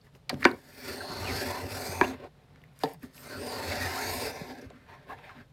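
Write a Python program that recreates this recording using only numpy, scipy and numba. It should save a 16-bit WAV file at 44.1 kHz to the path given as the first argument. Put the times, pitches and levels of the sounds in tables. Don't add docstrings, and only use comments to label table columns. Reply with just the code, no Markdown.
import sys
import numpy as np
from scipy import signal
from scipy.fft import rfft, irfft
from scipy.io import wavfile
from scipy.ndimage import uniform_filter1d, map_coordinates
from numba import njit

SR = 44100
rng = np.random.default_rng(int(sys.argv[2]) if len(sys.argv) > 2 else 0)


def gain_from_db(level_db):
    decades = np.asarray(level_db, float) / 20
    return 10 ** decades


def materialize(psi):
    bounded = np.clip(np.atleast_2d(psi).T, -1, 1)
    quanta = np.round(bounded * 32767).astype(np.int16)
    wavfile.write(sys.argv[1], SR, quanta)


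N = 243779
T = np.arange(N) / SR

# (pitch [Hz], width [Hz], level [dB])
BENCH_MODES = [(92.9, 26, 5), (52.3, 6.3, -16), (131, 59, -14), (196, 9.3, -19)]
# (pitch [Hz], width [Hz], level [dB])
STRIP_MODES = [(255, 28.4, 4), (382.2, 45, -4), (453.4, 65, -3.5), (585, 40.3, -3.5), (746, 72, 0.5),
               (910, 37, -4), (1066, 72, -3)]
# (pitch [Hz], width [Hz], level [dB])
PLANE_MODES = [(1373, 170, -2.5), (1563, 41, -8), (1720, 170, -0.5), (2070, 160, -7.5), (2400, 305, -2),
               (2720, 190, -5.5), (1200, 200, 0.5), (3194, 540, -10)]
# (frequency [Hz], level [dB per Hz])
SHAVING_COLOUR = [(1710, -39), (2900, -11), (3200, -12.5), (4540, -2), (5230, -4.5), (5930, -10),
                  (6680, -10), (7370, -12.5), (8130, -10.5), (10700, -12.5), (12000, -10.5), (13800, -10.5),
                  (15500, -19)]
# (time [s], downward pressure [dB], bite of the blade [dB], where the strip rings best [Hz])
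STROKES = [
    [(.57, -58.5, -65.5, 302), (.74, -59.5, -59, 382), (.886, -43, -44, 370), (1.0, -43.5, -50.5, 460),
     (1.4, -36.5, -39, 416), (1.58, -40, -44, 580), (1.65, -39.5, -50, 428), (1.73, -42, -43.5, 530),
     (2.08, -39.5, -46, 468)],
    [(3.15, -62, -60, 400), (3.29, -49, -51, 454), (3.4, -40, -51.5, 330), (3.55, -38, -44, 715),
     (3.82, -38, -38.5, 454), (4.0, -38.5, -39.5, 740), (4.2, -38, -42, 640), (4.27, -37.5, -40.5, 480),
     (4.37, -47.5, -56, 467)],
]
# (time [s], pressure [dB], bite [dB], strip focus [Hz])
RUN_OUT_PATH = [
    (4.36, -52, -52, 466),
    (4.5, -43.5, -49.5, 450),
    (4.56, -48.5, -57, 410),
    (4.645, -48, -56.5, 240),
]
# (time [s], held [s], level [dB], brightness [dB], strip focus [Hz])
SET_DOWN_SKIDS = [(.05, 0.018, -60, -9.5, 240), (.153, 0.011, -60.5, -8, 380),
                  (0.332, 0.028, -39.5, -22, 327.6), (0.413, 0.044, -43, -9.5, 260),
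                  (.46, 0.081, -41, -18, 299), (2.815, 0.035, -68, 10.5, 467),
                  (2.85, 0.024, -51.5, -6.5, 655), (2.891, 0.054, -53, -6.5, 700),
                  (3.034, 0.012, -47, -11, 255), (3.05, .03, -58.5, -11, 260),
                  (2.76, 0.018, -83.5, 10, 502), (5.09, 0.055, -59, -11, 602)]
# (time [s], held [s], level [dB], brightness [dB], strip focus [Hz])
BRUSHING_DRAGS = [(2.029, 0.018, -36.5, -9, 486), (2.1, 0.047, -44.5, -7.5, 395),
                  (2.2, 0.021, -48, -9.5, 333), (2.24, 0.024, -44, -10, 495), (2.4, 0.12, -67.5, -5, 448),
                  (2.555, 0.021, -65, -4.5, 410), (2.62, 0.1, -69, -3.5, 423),
                  (3.09, 0.016, -69, -2.5, 300), (4.66, 0.075, -56.5, -10.5, 280),
                  (4.76, 0.078, -64.5, -0.5, 314), (4.899, 0.048, -54, -1.5, 880),
                  (4.99, 0.045, -65.5, -0.5, 504), (5.091, 0.04, -49.5, -6, 580),
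                  (5.17, 0.038, -58, -0.5, 500), (5.24, 0.033, -57.5, 3.5, 700),
                  (5.29, 0.041, -55, -2.5, 810), (5.37, 0.042, -55, -1.5, 317)]
# (bench under strip [dB], hiss over body [dB], top treble [dB], dull rubbing [dB])
CUT_KIND = (-13, -2.5, 0.66, -14.5)
SKID_KIND = (-7.5, -4.5, 4, -9)
DRAG_KIND = (-13, -14.5, -2.5, -7.5)
RUN_OUT_KIND = (-16, -5.5, 5.5, -11.5)
# (middle [s], length [s], level [dB])
BENCH_ROCKS = [(0.904, 0.076, -51), (1.21, 0.23, -38), (1.34, 0.19, -34), (1.463, 0.19, -41.5),
               (1.645, 0.13, -39), (1.757, 0.15, -39.5), (1.999, 0.46, -44), (3.382, 0.16, -43.5),
               (3.69, 0.12, -43), (3.836, 0.25, -38), (4.1, 0.18, -46), (4.22, 0.4, -43.5),
               (4.414, 0.06, -45.5), (4.669, 0.033, -40.5), (5.153, 0.075, -51), (5.4, 0.083, -51.5)]
# (time [s], length [s], from [Hz], to [Hz], level [dB])
SOLE_SQUEAKS = [(1, 0.026, 1590, 1400, -39.5), (1.24, 0.098, 3000, 1700, -39.5),
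                (1.462, 0.16, 1014, 1023, -41), (2.029, 0.03, 2500, 2900, -38),
                (3.295, 0.105, 1600, 1318, -42.5), (3.7, 0.038, 2204, 2140, -38),
                (3.79, 0.104, 1900, 1760, -35.5), (3.93, 0.12, 710, 2100, -41.5),
                (4.028, 0.067, 1500, 1700, -43), (5.29, 0.043, 1200, 1000, -52),
                (5.076, 0.091, 1650, 1720, -49.5), (5.088, .045, 1150, 1080, -47),
                (5.095, 0.042, 200, 298, -51), (5.375, 0.0485, 1850, 1400, -56.5),
                (5.36, 0.071, 272, 200, -55.5), (5.25, 0.038, 2000, 2050, -62),
                (.07, 0.024, 1000, 1000, -64), (3.018, 0.034, 2800, 710, -55), (2.93, 0.093, 178, 137, -52),
                (3.8, .06, 200, 122, -53), (.3, 0.024, 1900, 1500, -46), (.456, 0.025, 3000, 2600, -39.5)]
# (time [s], length [s], from [Hz], to [Hz], level [dB])
MOUTH_WHISTLES = [(0.602, 0.43, 13900, 15000, -68), (0.788, .45, 4530, 4110, -49.5),
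                  (0.821, 0.3, 8070, 9450, -57), (3.13, 0.15, 8000, 8600, -62),
                  (3.131, 0.12, 10900, 12700, -59), (3.132, .14, 14300, 14700, -62),
                  (3.271, 0.16, 4420, 4510, -51.5), (3.3, 0.35, 13700, 13600, -61),
                  (3.352, 0.23, 8500, 9100, -52), (3.389, 0.27, 5130, 4240, -45.5),
                  (.76, 0.14, 5330, 5650, -58), (0.979, 0.4, 4460, 4200, -46.5),
                  (1.27, .17, 5220, 4700, -47), (1.303, 0.13, 11840, 12200, -52),
                  (1.332, 0.094, 8420, 8700, -54), (1.458, 0.18, 4400, 4160, -50),
                  (1.742, 0.26, 4450, 4830, -51), (1.775, 0.25, 7870, 8700, -54),
                  (1.854, .12, 11800, 11900, -58), (1.748, 0.41, 6100, 6470, -52),
                  (3.616, 0.288, 4480, 4600, -48), (3.66, 0.25, 5290, 5200, -51),
                  (3.977, .2, 4280, 4780, -43), (4.019, 0.11, 6500, 6580, -46.5),
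                  (4.02, 0.19, 12550, 11450, -47.5), (4.076, .2, 8640, 8500, -48.5),
                  (4.19, 0.13, 4700, 4900, -44), (4.28, .27, 12800, 12400, -66),
                  (4.3, 0.086, 5970, 5600, -55), (0.732, 0.15, 14900, 15300, -62)]
KNOCK_TIMES = [
    .326,
    .452,
    2.0118,
    2.8352,
    3.033,
]
# (peak [dB], contact [ms], crack [dB])
KNOCK_HITS = [
    (-24.5, 6.5, -30),
    (-2.5, 0.82, -2),
    (-4.5, 2.5, -17.5),
    (-14, 2.5, -11),
    (-34, 4, -17),
]
# (pitch [Hz], level [dB], t60 [s])
SOFT_KNOCK_MODES = [
    [(139.6, -9.5, 0.23), (198, -7.5, 0.17), (248, -1, 0.087), (370, -6, 0.072), (560, -3.5, 0.068),
     (747, -14, .05)],
    [(154, -18.5, 0.19), (273, -7, 0.12), (445, -5, 0.14), (527, -15, 0.14), (700, -12.5, 0.097),
     (786, 3, 0.064), (900, -3.5, 0.092), (1300, -18, 0.067), (1746, -11.5, 0.034), (2580, -29, 0.022)],
    [(150, 2, 0.097), (245, 13, 0.078), (383, -17, 0.078), (613, -22, 0.035), (1200, -5, 0.023),
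     (1900, -5, 0.02)],
]
# (pitch [Hz], level [dB], t60 [s])
HARD_KNOCK_MODES = [
    [(249.5, -4, 0.13), (353, 0.5, 0.09), (535, -7, 0.063), (758, -4.5, 0.045), (971, -1.5, 0.061),
     (1070, -6.5, 0.071), (1534, 2.5, 0.035), (1700, -5.5, 0.055), (1900, 4.5, 0.022), (2317, 5, 0.017),
     (2830, -19, 0.018), (3600, -12, .015), (4700, -10, 0.013)],
    [(253.6, -5, 0.091), (360, 3.5, 0.051), (692, -6.5, 0.079), (972, 5.5, 0.051), (1080, -3, 0.077),
     (1500, -23, 0.059), (1670, 2, 0.047), (1810, -6, 0.067), (2340, 1.5, 0.027), (2680, -19, 0.0245)],
]
# (time [s], peak [dB], centre [Hz])
BROAD_SNAPS = [(0.1508, -46, 2260), (.294, -22, 3070), (0.296, -29, 9400), (0.342, -34.5, 1900),
               (0.514, -40, 12500), (2.012, -32, 5000), (.452, -25, 4650), (2.2027, -56, 3000),
               (2.244, -45, 2480), (2.559, -50, 2000), (2.617, -51, 2000), (2.618, -67, 13450),
               (2.638, -57.5, 12570), (2.734, -60.5, 9480), (2.79, -42.5, 9500), (2.815, -54, 3000),
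               (2.205, -66, 13000), (2.836, -32, 11900), (2.935, -40, 14000), (2.995, -59, 13950),
               (3.03, -45, 13000), (4.585, -53, 9300), (3.146, -47, 4500), (3.179, -39, 2620),
               (4.702, -46, 2500), (5.188, -49, 1300), (5.293, -40.5, 1200)]
# (time [s], peak [dB], centre [Hz], length
# [ms])
PITCHED_TAPS = [(.013, -56, 4500, 3.9), (.066, -51, 1900, 8), (0.2946, -21, 3830, 3.8), (.295, -26, 4670, 4.5),
                (0.295, -25.5, 2020, 3.8), (0.296, -26, 755, 9.9), (0.4229, -28, 1940, 0.89),
                (.443, -19, 1700, 2), (0.428, -21, 1900, 2), (0.4425, -22, 4450, 2.3),
                (.513, -37.5, 4000, 1.8), (2.638, -44.5, 2060, 1.4), (2.835, -31.5, 3800, 5.6),
                (2.835, -28, 4480, 4.6), (2.856, -35, 1900, 3), (2.876, -44, 1900, 3),
                (3.029, -46.5, 1800, 3.1), (3.269, -45, 8500, 5.9), (4.613, -51, 5650, 6),
                (4.612, -58, 10000, 6), (4.612, -63, 12200, 6), (4.702, -59, 7500, 2), (5.188, -44, 900, 2.8),
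                (.154, -51, 800, 4.5), (4.659, -52, 300, 6.7), (4.704, -40, 617, 5.7), (5.092, -41, 900, 11),
                (5.104, -41, 1500, 8), (5.122, -43, 1020, 4), (5.293, -38, 1440, 5), (5.386, -47, 1820, 3),
                (1.093, -36, 170, 13), (1.181, -36, 180, 16), (1.305, -31, 180, 9.1), (1.887, -35, 120, 9.6),
                (4.41, -31, 129.4, 9.4)]
# (frequency [Hz], level [dB per Hz])
AIR_COLOUR = [(15, -36.5), (25, -1.5), (120, 2), (317, -15), (489, -11), (1040, -20), (1840, -24),
              (4140, -26.5), (6210, -35), (13600, -39.5), (16000, -47.5)]

LAND_DB_S, LIFT_DB_S = 410, 303
TOUCH_DB_S, LEAVE_DB_S = 601, 551.5
SAG_DB_S = 130
BRUSH_DB, FADE_DB = 20.5, 18.5
KEEN_START_DB, KEEN_MIDDLE_DB, KEEN_END_DB = 3, -2, 9
KEEN_TURN = 0.7
FILL_DB = -1
CLEAR_S, CLEAR_DB = 3.9, -11
ROCK_HZ, ROCK_DB = 88.8, -1
STROKE_S, FIRST_S, REACH = 2.55, 0.599, 0.2


def planing():
    strip, bench, plane, shaving, keen, rub, focus, rocking = contacts()
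    push = fibres(grain_db=1.5, grain_rate=90)

    wood = gain_from_db(ROCK_DB) * rocking * np.sin(2 * np.pi * ROCK_HZ * T)
    bench_ring = resonate(push, BENCH_MODES, 82, focus_db=-2.5, drift_db=0.0, drift_rate=3.6)
    wood += (bench + 0.36 * rocking) * bench_ring
    wood += strip * resonate(push, STRIP_MODES, focus / strip, focus_db=5.0, drift_db=3.0, drift_rate=12)

    body = resonate(push, PLANE_MODES, 1800, focus_db=6.0, drift_db=2.5, drift_rate=13)
    rubbing = unit(svf(svf(push, 3190.0, 1500.0), 3270.0, 2300.0))
    body += rub / plane * rubbing
    wood += plane * mirrors(body, share=0.14, wander_ms=0.3)

    crackling = push * gain_from_db(1.3 * walk(400))
    hiss = mirrors(colour(crackling, SHAVING_COLOUR), share=0.19, wander_ms=0.15)
    bands = []
    for hz in 3000 * 2 ** np.arange(0, 2.45, 0.12):
        favour_db = 2.4 * (3000 / hz) ** 0.22 * np.roll(walk(19), int(hz))
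        bands.append(gain_from_db(favour_db) * svf(hiss, hz, 0.12 * hz))
    low, top = sum(bands[:10]), sum(bands[10:])
    return wood + (shaving * low + keen * top) / np.std(low)


def contacts():
    total = contact(0, T[-1], -95 + 0 * T, -100, 300, DRAG_KIND, 0, 0, 0)
    for stroke in STROKES:
        s, *columns = np.transpose(stroke)
        along = np.clip((T - s[0]) / (s[-1] - s[0]), 0, 1) * 2 - 1
        goal_db = np.where(along < 0, KEEN_START_DB, KEEN_END_DB)
        bend = np.minimum(along, 2 * KEEN_TURN - along) ** 2
        keen_db = KEEN_MIDDLE_DB + (goal_db - KEEN_MIDDLE_DB) * bend
        kind = (*CUT_KIND[:3], CUT_KIND[3] + FILL_DB * np.minimum(along, 0.4))
        path = [np.interp(T, s, c) for c in columns]
        total += contact(s[0], s[-1], *path, kind, keen_db, LAND_DB_S, LIFT_DB_S)
    for s, held, db, bright_db, hz in SET_DOWN_SKIDS:
        bite_db = db + bright_db - SAG_DB_S * (np.clip(T - s, 0, held) - held / 2)
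        total += contact(s, s + held, db, bite_db, hz, SKID_KIND, 0, TOUCH_DB_S, LEAVE_DB_S)
    for s, held, db, bright_db, hz in BRUSHING_DRAGS:
        total += contact(s, s + held, db, db + bright_db, hz, DRAG_KIND, 0, BRUSH_DB / held, FADE_DB / held)
    s, *columns = np.transpose(RUN_OUT_PATH)
    clear_db = CLEAR_DB * np.clip((T - CLEAR_S) / 0.02, 0, 1)
    path = [np.interp(T, s, c) for c in columns]
    total += contact(s[0], s[-1], *path, RUN_OUT_KIND, clear_db, LAND_DB_S, LEAVE_DB_S)

    rocking = np.zeros(N)
    for middle, length, db in BENCH_ROCKS:
        rocking += gain_from_db(db) * np.cos(np.pi * np.clip((T - middle) / length, -0.5, 0.5)) ** 2
    return (*total, rocking)


def contact(start, end, level_db, bite_db, focus_hz, kind, keen_db, rise_db_s, fall_db_s):
    bench_db, hiss_db, top_db, rub_db = kind
    edge_db = -rise_db_s * np.maximum(start - T, 0) - fall_db_s * np.maximum(T - end, 0)
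    strip, body = gain_from_db(level_db + edge_db), gain_from_db(bite_db + edge_db)
    return np.array([strip, strip * gain_from_db(bench_db), body, body * gain_from_db(hiss_db),
                     body * gain_from_db(hiss_db + top_db + keen_db), body * gain_from_db(rub_db), strip * focus_hz])


def fibres(grain_db, grain_rate):
    return rng.standard_normal(N) * gain_from_db(grain_db * np.clip(walk(grain_rate), -1.5, 1.5))


def resonate(push, modes, focus_hz, focus_db, drift_db, drift_rate):
    total, power = np.zeros(N), np.zeros(N)
    for k, (hz, width, db) in enumerate(modes):
        off_focus = np.log2(hz / focus_hz) ** 2
        gain = gain_from_db(db - focus_db * off_focus + drift_db * walk(drift_rate))
        ring = unit(svf(svf(push, 1.0 * hz, 1.38 * width), 1.0 * hz, 2.46 * width))
        total += (-1) ** k * gain * ring
        power += gain ** 2
    return total / np.sqrt(uniform_filter1d(power, SR // 10))


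def mirrors(x, share, wander_ms):
    reach = 1 + REACH * np.cos(2 * np.pi * (T - FIRST_S) / STROKE_S)
    echoes = np.zeros(N)
    for path_ms in (0.45, 0.9, 1.7, 2.9, 4.3):
        delay_ms = path_ms * reach + wander_ms * walk(2.99)
        echoes += map_coordinates(x, [np.arange(N) - delay_ms * SR / 1000], order=2)
    return unit(x + share * echoes)


def squeaks():
    out = np.zeros(N)
    rows = [(*row, 0.11 * row[2]) for row in SOLE_SQUEAKS]
    rows += [(*row, 540) for row in MOUTH_WHISTLES]
    for s, length, from_hz, to_hz, db, width_hz in rows:
        n = int(length * SR)
        phase = 2 * np.pi * np.cumsum(np.linspace(from_hz, to_hz, n)) / SR
        rough = uniform_filter1d(rng.standard_normal((2, SR // 2)), int(SR / width_hz), axis=1)[:, :n]
        tone = unit(rough[0] * np.sin(phase) + rough[1] * np.cos(phase))
        out[int(s * SR):][:n] += gain_from_db(db) * np.hanning(n) ** 0.45 * tone
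    return out


def knocks():
    out, t = np.zeros(N + SR), T[:SR // 2]
    rings = SOFT_KNOCK_MODES[:1] + HARD_KNOCK_MODES + SOFT_KNOCK_MODES[1:]
    for s, (db, contact_ms, crack_db), modes in zip(KNOCK_TIMES, KNOCK_HITS, rings):
        hz, mode_db, t60 = np.transpose(modes)[:, :, None]
        late = np.maximum(t - 0.57 / hz, 0)
        pair = np.sin(2 * np.pi * hz * late) + 0.34 * np.sin(2 * np.pi * 1.06 * hz * late)
        swell = 1 - np.exp(-late * hz / 0.74)
        ring = np.sum(gain_from_db(mode_db - 60 * late / t60) * swell * pair, axis=0)
        rattle = 0.2 * rng.standard_normal(len(t)) * np.exp(-t * 1000 / contact_ms)
        rattle /= np.sqrt(contact_ms * SR / 2000)
        rattle[0] = 1
        ring = signal.fftconvolve(ring, rattle)[:len(t)]
        crack = rng.standard_normal(len(t)) * np.exp(-t / 0.00065)
        crack = svf(svf(svf(crack, 2000.0, 3000.0), 2000.0, 3000.0), 3100.0, 3500.0)
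        hit = ring / np.abs(ring).max() + gain_from_db(crack_db) * crack / np.abs(crack).max()
        out[int(s * SR):][:len(t)] += gain_from_db(db) * hit
    return out[:N]


def ticks():
    out, t = np.zeros(N + SR), T[:SR // 10]
    rows = [(*row, 1.7, 1.3) for row in BROAD_SNAPS]
    rows += [(*row, 17 / np.sqrt(row[2])) for row in PITCHED_TAPS]
    for s, db, hz, ms, share in rows:
        attack = np.minimum(t * 1000 / (0.045 * ms ** 2), 1)
        burst = rng.standard_normal(len(t)) * np.exp(-t * 1000 / ms) * attack
        width = np.clip(share, 0.05, 4) * hz
        burst = svf(svf(burst, 1.0 * hz, width), 1.0 * hz, width)
        out[int(s * SR):][:len(t)] += gain_from_db(db) * burst / np.abs(burst).max()
    return out[:N]


def workshop(x, t60, wet_db):
    t = T[:SR // 2]
    tail = svf(rng.standard_normal(len(t)), 430.0, 1800.0) * gain_from_db(-60 * t / t60) * (t > 0.004)
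    tail /= np.sqrt(np.sum(tail ** 2))
    return x + gain_from_db(wet_db) * signal.fftconvolve(x, tail)[:N]


def air():
    motor = unit(svf(svf(rng.standard_normal(N), 135.0, 11.0), 160.0, 30.0))
    hum = gain_from_db(-63 + 3 * np.tanh(walk(4))) * motor
    room_tone = unit(colour(rng.standard_normal(N), AIR_COLOUR))
    return gain_from_db(-60 + 0.9 * walk(3)) * room_tone + hum


def unit(x):
    return x / np.sqrt(np.mean(x ** 2))


@njit
def svf(x, hz, width):
    y, b, l = np.empty(len(x)), 0., 0.
    g, k = np.tan(np.pi * hz / SR), width / hz
    for i in range(len(x)):
        v = (b + g * (x[i] - l)) / (1 + g * (g + k))
        b, l, y[i] = 2 * v - b, l + 2 * g * v, k * v
    return y


def colour(x, points):
    hz, db = np.transpose(points)
    bins = np.maximum(np.arange(len(x) // 2 + 1) * SR / len(x), 1)
    return irfft(rfft(x) * gain_from_db(np.interp(np.log(bins), np.log(hz), db)), len(x))


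def walk(rate):
    k = int(SR / rate)
    steps = np.repeat(rng.standard_normal(N // k + 1), k)
    return 1.13 * uniform_filter1d(uniform_filter1d(steps, k), k)[:N]


def scene():
    mono = planing() + squeaks() + workshop(knocks() + ticks(), t60=0.19, wet_db=-19.0) + air()
    return np.array([mono, mono])


def low_pass(x):
    return signal.sosfilt(signal.butter(12, 16450, fs=SR, output="sos"), x)


def record(dry):
    bass = signal.butter(3, 38, "high", fs=SR, output="sos")
    top = signal.ellip(10, 0.2, 70, 15820, fs=SR, output="sos")
    mix = signal.sosfilt(np.vstack([bass, top]), dry)
    return low_pass(mix)


dry = scene()
out = record(dry)
materialize(out)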